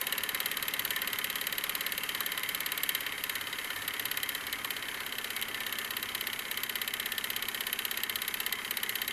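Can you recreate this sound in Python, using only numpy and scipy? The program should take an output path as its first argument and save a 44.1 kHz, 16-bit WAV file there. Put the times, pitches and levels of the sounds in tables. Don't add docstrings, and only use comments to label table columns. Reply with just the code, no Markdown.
import sys
import numpy as np
from scipy import signal
from scipy.fft import rfft, irfft, next_fast_len
from scipy.io import wavfile
from scipy.ndimage import uniform_filter1d

SR = 44100
rng = np.random.default_rng(int(sys.argv[2]) if len(sys.argv) > 2 else 0)


def master(y):
    cut = np.clip(np.atleast_2d(y).T, -1, 1)
    pcm = np.round(cut * 32767)
    wavfile.write(sys.argv[1], SR, pcm.astype(np.int16))


def rack_gain(trim_db):
    fader = np.asarray(trim_db, float)
    return 10 ** (fader / 20)


N = 402191

# time_s, speed_turns_per_s
SPEED = [(0, 18.039), (1.01, 17.789), (2.03, 17.634), (3.04, 17.338), (4.05, 17.001), (5.07, 16.692),
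         (6.08, 16.497), (7.09, 16.463), (8.11, 16.329), (9.12, 16.231)]
MEAN_SPEED = 17
# pitch_hz, side_share
APART = [(30, .5), (130, .34), (400, .18), (1000, .055), (2000, .06), (4000, .1), (7000, .12), (9500, .4),
         (14000, .36)]


def crankshaft():
    first_turn = .232
    phase = np.cumsum(curve(SPEED, 1)) / SR - first_turn
    whole_turns = np.arange(int(phase[-1]) + 1)
    return phase, np.interp(whole_turns, phase, np.arange(N) / SR)


def contact(crank):
    # time_s, knock_db, treble_minus_knock_db, return_knock_db
    slack = np.array([(0, -27, 0, -41), (.5, -28, 1, -42.5), (1.35, -28.2, -.4, -39.5),
                      (1.7, -28, 0.5, -43), (2.3, -28.5, -1, -43), (2.8, -30, 2, -42.5), (3.3, -29, 1, -44),
                      (4.2, -29, 1.5, -40), (4.7, -28, -4, -44), (4.85, -32.5, -16, -43),
                      (5.1, -31.5, -4.5, -39.5), (5.25, -30, -3.5, -41), (5.95, -29, -2.5, -40),
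                      (6.4, -29, 0, -41), (7.2, -27.5, -2, -40.5), (8.1, -28, 0, -39.5),
                      (8.7, -28.5, 1, -42.5), (9.12, -27.5, -0.5, -37)])
    # time_s, knock_db, treble_minus_knock_db
    cushioned = [(2.091, -28, -4.5), (2.148, -28.5, -2.5), (2.376, -28.5, -3), (3.006, -32.5, 1),
                 (3.064, -28, -10), (3.121, -31.5, -11), (3.18, -32.5, -12), (3.411, -32.5, -2.5),
                 (3.469, -32, -11), (3.527, -29.5, -13), (3.585, -30.5, -12), (3.644, -33, -2.5),
                 (3.702, -29, -12), (3.761, -33, -7), (3.82, -31.5, -8), (3.936, -31.5, -5),
                 (4.408, -35.5, -15), (4.468, -31, -4), (4.588, -37, -7), (5.482, -35, -2.5),
                 (5.543, -28.5, -14), (5.604, -30, -6), (5.664, -28.5, -4.5), (6.087, -31.5, -13),
                 (6.33, -28.5, -7), (6.39, -29.5, -3), (6.45, -34.5, -11), (8.586, -38, -16),
                 (8.647, -31, -13)]
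    # time_s, knock_db, treble_minus_knock_db
    bare = [(.013, -32.5, 6.5), (.179, -28.5, 2), (.681, -28.5, 1.5), (2.204, -29, 3.5), (2.261, -29, 3),
            (2.546, -28.5, 2.5), (2.661, -28, 0.5), (2.719, -29.5, 3.5), (2.834, -27, 4), (2.891, -26, 3.5),
            (2.949, -27, 2), (3.238, -30, 1.5), (3.878, -27.5, 0.5), (3.994, -28, -0.5), (4.527, -27, -2.5),
            (4.645, -29.5, -1.5), (5.362, -30, -1), (5.423, -27, -3), (5.725, -29.5, 0), (6.149, -28, -.2),
            (6.269, -28, -1), (7.728, -29, 2), (7.85, -28.4, 2), (8.525, -27.5, 2)]
    trend = np.array([np.interp(crank, slack[:, 0], column) for column in slack.T[1:]])
    scatter_db = [.5, .9, 1.1]
    db = trend + (rng.standard_normal((len(crank), 3)) * scatter_db).T
    for s, knock_db, treble_db in cushioned + bare:
        db[:2, np.argmin(abs(crank - s))] = knock_db, treble_db
    db[2] += 0.35 * (db[0] - trend[0])
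    return db


def main_knock(start, knock_db, treble_db):
    # pitch_hz, level_db, t60_s, build_up_ms
    frame = [(1497, -21.5, 0.037, 0.2), (1795, -7.1, 0.045, 3.0), (1932, -0.6, 0.023, 3.0),
             (2119, -7, 0.026, 1.8), (2562, -14, 0.025, 1.0), (2902, -4, 0.022, 2.0),
             (3077, -2.5, 0.032, 3.0), (3249, -13.5, 0.04, 0.2), (3512, -5.6, 0.023, 3.0),
             (3876, -5, 0.031, 2.5), (4130, -7, 0.02, 2.0), (4509, -5, 0.016, 2.0),
             (4907, -14.3, 0.015, 1.4), (6046, -15.5, 0.015, 2.7), (6669, -12.8, 0.015, 1.4),
             (7680, -13.6, 0.015, 0.9), (8307, -11.1, 0.015, 1.4), (9102, -16.7, 0.025, 1.0),
             (9771, -9.1, 0.015, 1.7), (10032, -19.9, 0.025, 0.2), (10307, -17.8, 0.015, 0.3),
             (10783, -6.8, 0.017, 1.1), (10878, -4.7, 0.02, 3.0), (11560, -0.9, 0.019, 3.0),
             (11951, -8.8, 0.015, 0.5), (12277, -6.0, 0.022, 0.4), (12491, -4.3, 0.018, 0.4),
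             (12819, -1.5, 0.015, 1.6), (13278, -13.4, 0.015, 0.2), (13665, -13.8, 0.015, 0.5)]
    ringing = rack_gain(5.5) * knock(start, knock_db, treble_db + 0.5, frame, scatter_db=1.45, slip=0.44)
    cracking = rack_gain(3.5) * crack(start, knock_db, treble_db, t60=0.038, rise_ms=1.45)
    return ringing + cracking + rack_gain(-6.0) * tick(start, knock_db + treble_db)


def return_knock(back, return_db):
    # pitch_hz, level_db, t60_s, build_up_ms
    soft_frame = [(1510, -17.1, 0.036, 0.5), (1919, 0.0, 0.022, 3.0), (2142, -6.8, 0.027, 0.5),
                  (2579, -10.6, 0.025, 0.5), (2905, -6.4, 0.023, 0.2), (3078, -4.1, 0.04, 3.0),
                  (3252, -13.0, 0.046, 0.5), (3509, -6.6, 0.023, 3.0), (3885, -9.2, 0.03, 3.0),
                  (4500, -17.3, 0.023, 0.6), (6082, -8.3, 0.016, 3.0), (6649, -16.3, 0.015, 0.4),
                  (7618, -20.6, 0.015, 0.5), (8398, -19.7, 0.015, 1.4), (10938, -15.7, 0.015, 0.5),
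                  (11554, -14.4, 0.015, 2.2)]
    even = np.zeros(len(back))
    ringing = rack_gain(10.5) * knock(back, return_db, even, soft_frame, scatter_db=2.3, slip=0.94)
    cracking = rack_gain(10.0) * crack(back, return_db, even - 8, t60=0.014, rise_ms=0.55)
    return ringing + cracking + rack_gain(-16) * tick(back, return_db)


def knock(seconds, db, treble_db, modes, scatter_db, slip):
    out = 0
    for hz, mode_db, t60, rise_ms in modes:
        bright_db = np.clip((hz - 3300) / 5000, 0, 1) * treble_db
        chance = rng.standard_normal((len(seconds), 2)).T
        strength = rack_gain(db + mode_db + bright_db + scatter_db * chance[0])
        sizes = strength * np.exp(1j * slip * chance[1])
        out = out + ring(clicks(seconds, sizes), hz, t60, rise_ms)
    return out


def crack(seconds, db, treble_db, t60, rise_ms):
    # pitch_hz, level_db_per_hz
    small_modes = [(900, -29), (1500, -42), (2500, 5), (4500, -5), (5600, -9), (8000, -4), (10000, -6),
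                   (12500, 8), (13800, -18), (14300, -14)]
    noise = hiss(small_modes)
    treble = signal.sosfilt(signal.butter(1, 5000, "high", fs=SR, output="sos"), noise)
    body = signal.sosfilt(signal.butter(1, 5000, fs=SR, output="sos"), noise)
    body_fade = swell(clicks(seconds, rack_gain(db)), 0, t60, rise_ms).real
    treble_hits = clicks(seconds, rack_gain(db + treble_db - 3.0))
    treble_fade = swell(treble_hits, 0, t60 * .6, rise_ms * .6).real
    return body * body_fade + treble * treble_fade


def tick(seconds, db):
    band = signal.butter(3, [5500, 13600], "band", fs=SR, output="sos")
    mid, side = signal.sosfilt(band, rng.standard_normal((2, N)))
    both = mid + 0.31 * side * np.array([[1], [-1]])
    return both * swell(clicks(seconds + 0.0002, rack_gain(db)), 0, t60=0.0056, rise_ms=.25).real


def table_thud(crank):
    # pitch_hz, t60_s, level_db, db_per_turn_per_s, extra_db_while_rocking
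    modes = [(162.5, 0.065, -68.5, 0.5, -4), (225, 0.041, -60.5, 0, -7.5), (274, 0.073, -62, -0.5, 4),
             (411, 0.05, -58, 1, 0), (535.6, 0.072, -61, 4, 0.5)]
    rock_speed, rock_width = 17.05, 0.39
    stagger_s = .012
    out, speed = 0, curve(SPEED, 1)
    rocking = np.exp(-((speed - rock_speed) / rock_width) ** 2)
    for k, (hz, t60, db, per_speed, rock_db) in enumerate(modes[::-1]):
        push = clicks(crank + k * stagger_s, rack_gain(0.3 * rng.standard_normal(len(crank))))
        thud = unit(ring(push, hz, t60, rise_ms=5))
        out = out + thud * rack_gain(db + per_speed * (speed - MEAN_SPEED) + rock_db * rocking)
    return out * rack_gain(np.array([[0.], [-1.6]]))


def exhaust(start, length):
    # share_of_turn, pitch_hz, level_db
    puffs = [
        (.31, 290, 0),
        (.82, 230, -1),
        (.17, 330, -6),
        (.6, 300, -7),
    ]
    out = 0
    for share, hz, db in puffs:
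        train = clicks(start + share * length, rack_gain(db + 0.84 * rng.standard_normal(len(start)))).real
        cycles = np.arange(-SR // 100, SR // 100) / SR * hz
        swing = np.sin(2 * np.pi * cycles) * np.exp(-(cycles / .5) ** 2)
        out = out + signal.fftconvolve(train, swing, "same")
    return unit(out) * rack_gain(-61 + np.array([[.9], [-.9]]))


def stroke_motion(phase):
    return rack_gain(1.7 * np.cos(4 * np.pi * (phase - .1)) + 2.0 * np.cos(2 * np.pi * (phase - .2)))


def linkage_rattle(busy, faster):
    # pitch_hz, level_db, t60_s
    tin_base = [(1030, -15.5, 0.062), (1250, -11.5, 0.04), (1486, -8, 0.021), (1775, -5.5, 0.078),
                (1860, -2.5, 0.034), (1974, -3, 0.026), (2062, -3, 0.027), (2238, -4.5, 0.026),
                (2707, -10, 0.025), (3090, -27, 0.027), (3147, -10, 0.043), (3800, -12, .03)]
    hits = (rng.random(N) < 1500 / SR) * rng.choice([-1, 1], N)
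    ticks = hits * rack_gain(np.minimum(2.0 * rng.exponential(size=N), 12))
    base = sum(ring(rack_gain(db + 3.0 * walk(12)) * busy * ticks, hz, t60) for hz, db, t60 in tin_base)
    return unit(base) * rack_gain(-43.5 + 1.2 * faster + .5 * walk(2.25))


def linkage_rub(busy, faster):
    # pitch_hz, level_db_per_hz
    rough = [(300, -10), (700, -14), (1000, 1), (1400, 3), (2400, 0.5), (3500, -9), (5000, -10.5),
             (8000, -35.5)]
    return hiss(rough) * busy ** 0.5 * rack_gain(-45 + 1.45 * faster + 0.8 * walk(25))


def steam_hiss(busy, faster):
    # pitch_hz, level_db_per_hz
    leak = [(2500, -28), (4000, -5), (5600, -9), (6600, -1.5), (8700, -6.5), (10200, 3.5), (11500, 2),
            (12600, 1), (13500, -5.5), (14200, 2.5)]
    return hiss(leak) * busy ** 0.48 * rack_gain(-49 + 0.3 * faster + 1.05 * walk(23))


def strays():
    # start_s, level_db, pitch_hz
    loose_part = [
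        (2.2097, -28.5, 1250),
        (3.703, -33, 1460),
        (4.652, -31, 1110),
        (8.514, -37, 1070),
    ]
    # start_s, level_db
    drops = [
        (2.395, -41),
        (4.6377, -50),
        (4.6564, -42),
        (5.4145, -37),
    ]
    clinks = 0
    for s, clink_db, hz in loose_part:
        clinks = clinks + ring(clicks(np.array([s]), rack_gain(clink_db + 6)), hz, 0.017, rise_ms=0.54)
    seconds, db = np.transpose(drops)
    return clinks + crack(seconds, db + 10.0, 0 * db + 8, t60=0.012, rise_ms=.2)


def bird():
    start_s, length_s, pitch_hz, rise_hz = 4.965, .078, 4205, 130
    u = np.clip((np.arange(N) / SR - start_s) / length_s, 0, 1)
    tone = np.sin(2 * np.pi * np.cumsum(pitch_hz + rise_hz * u) / SR)
    return tone * np.sqrt(np.sin(np.pi * u).clip(0)) * rack_gain(-53)


def far_motor():
    # middle_s, half_length_s, extra_db
    breeze = [
        (3.35, .3, 4),
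        (4.102, .35, 8),
        (4.78, 0.1, 9),
    ]
    t = np.arange(N) / SR
    db = -64 + sum(more_db * np.exp(-((t - s) / half) ** 2) for s, half, more_db in breeze)
    hum = hiss([(60, -40), (90, -16), (102, 0), (115, -10), (170, -34.5)])
    return hum * rack_gain(db - np.array([[1.5], [4.5]]))


def garden_air():
    # pitch_hz, level_db_per_hz
    murmur = [(15, -10), (30, -8), (42, -16), (60, -6), (80, -13), (150, -11), (280, -9), (410, -5),
              (550, -8), (800, -4.5), (1100, -11), (1600, -40)]
    return hiss(murmur) * rack_gain(-54.5 + np.array([[1.3], [-1.3]]) + 0.67 * walk(2.94))


def swell(force, hz, t60, rise_ms):
    pole = np.exp(2j * np.pi * hz / SR - np.log(1000) / (np.clip(t60, .004, .06) * SR))
    fast = pole * np.exp(-1000 / (max(rise_ms, .05) * SR))
    return signal.lfilter([pole - fast], np.convolve([1, -pole], [1, -fast]), force)


def ring(force, hz, t60, rise_ms=0.97):
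    gap = np.arctan(on_log(APART, hz)) * rng.choice([-1, 1]) * np.array([[1], [-1]])
    return np.imag(swell(force, hz, t60, rise_ms) * np.exp(1j * (gap + 2 * np.pi * rng.random())))


def clicks(seconds, sizes):
    out = np.zeros(N, complex)
    np.add.at(out, np.clip((seconds * SR).astype(int), 0, N - 1), sizes)
    return out


def hiss(spectrum):
    size = next_fast_len(N)
    hz = np.fft.rfftfreq(size, 1 / SR)
    mid, side = rfft(rng.standard_normal((2, size)))
    both = mid + np.array([[1], [-1]]) * on_log(APART, hz) * side
    coloured = both * rack_gain(on_log(spectrum, hz)) * (hz < 14250)
    return unit(irfft(coloured, size)[:, :N])


def walk(rate):
    k = int(SR / rate)
    steps = np.repeat(rng.standard_normal(N // k + 1), k)
    return 1.2 * uniform_filter1d(uniform_filter1d(steps, k), k)[:N]


def curve(rows, column):
    rows = np.array(rows)
    return np.interp(np.arange(N) / SR, rows[:, 0], rows[:, column])


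def on_log(rows, hz):
    rows = np.array(rows)
    return np.interp(np.log(np.maximum(hz, 1)), np.log(rows[:, 0]), rows[:, 1])


def unit(x):
    return x / np.sqrt(np.mean(x ** 2))


def scene():
    phase, crank = crankshaft()
    length = np.gradient(crank)
    faster = curve(SPEED, 1) - MEAN_SPEED
    knock_db, treble_db, return_db = contact(crank)
    start = crank + .00015 * rng.standard_normal(len(crank))
    back = crank + .495 * length
    blows = main_knock(start, knock_db, treble_db) + return_knock(back, return_db)
    beat = table_thud(crank) + exhaust(crank, length)
    busy = stroke_motion(phase)
    metal = blows + linkage_rattle(busy, faster) + linkage_rub(busy, faster)
    engine = metal * rack_gain(np.array([[.15], [-.15]])) + beat + strays() + steam_hiss(busy, faster)
    return engine + bird() + far_motor() + garden_air()


def roll_off(x):
    return signal.sosfilt(signal.butter(12, 15500, fs=SR, output="sos"), x)


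def record(dry):
    mix = signal.sosfilt(signal.butter(6, 14600, fs=SR, output="sos"), dry)
    return roll_off(mix)


dry = scene()
out = record(dry)
master(out)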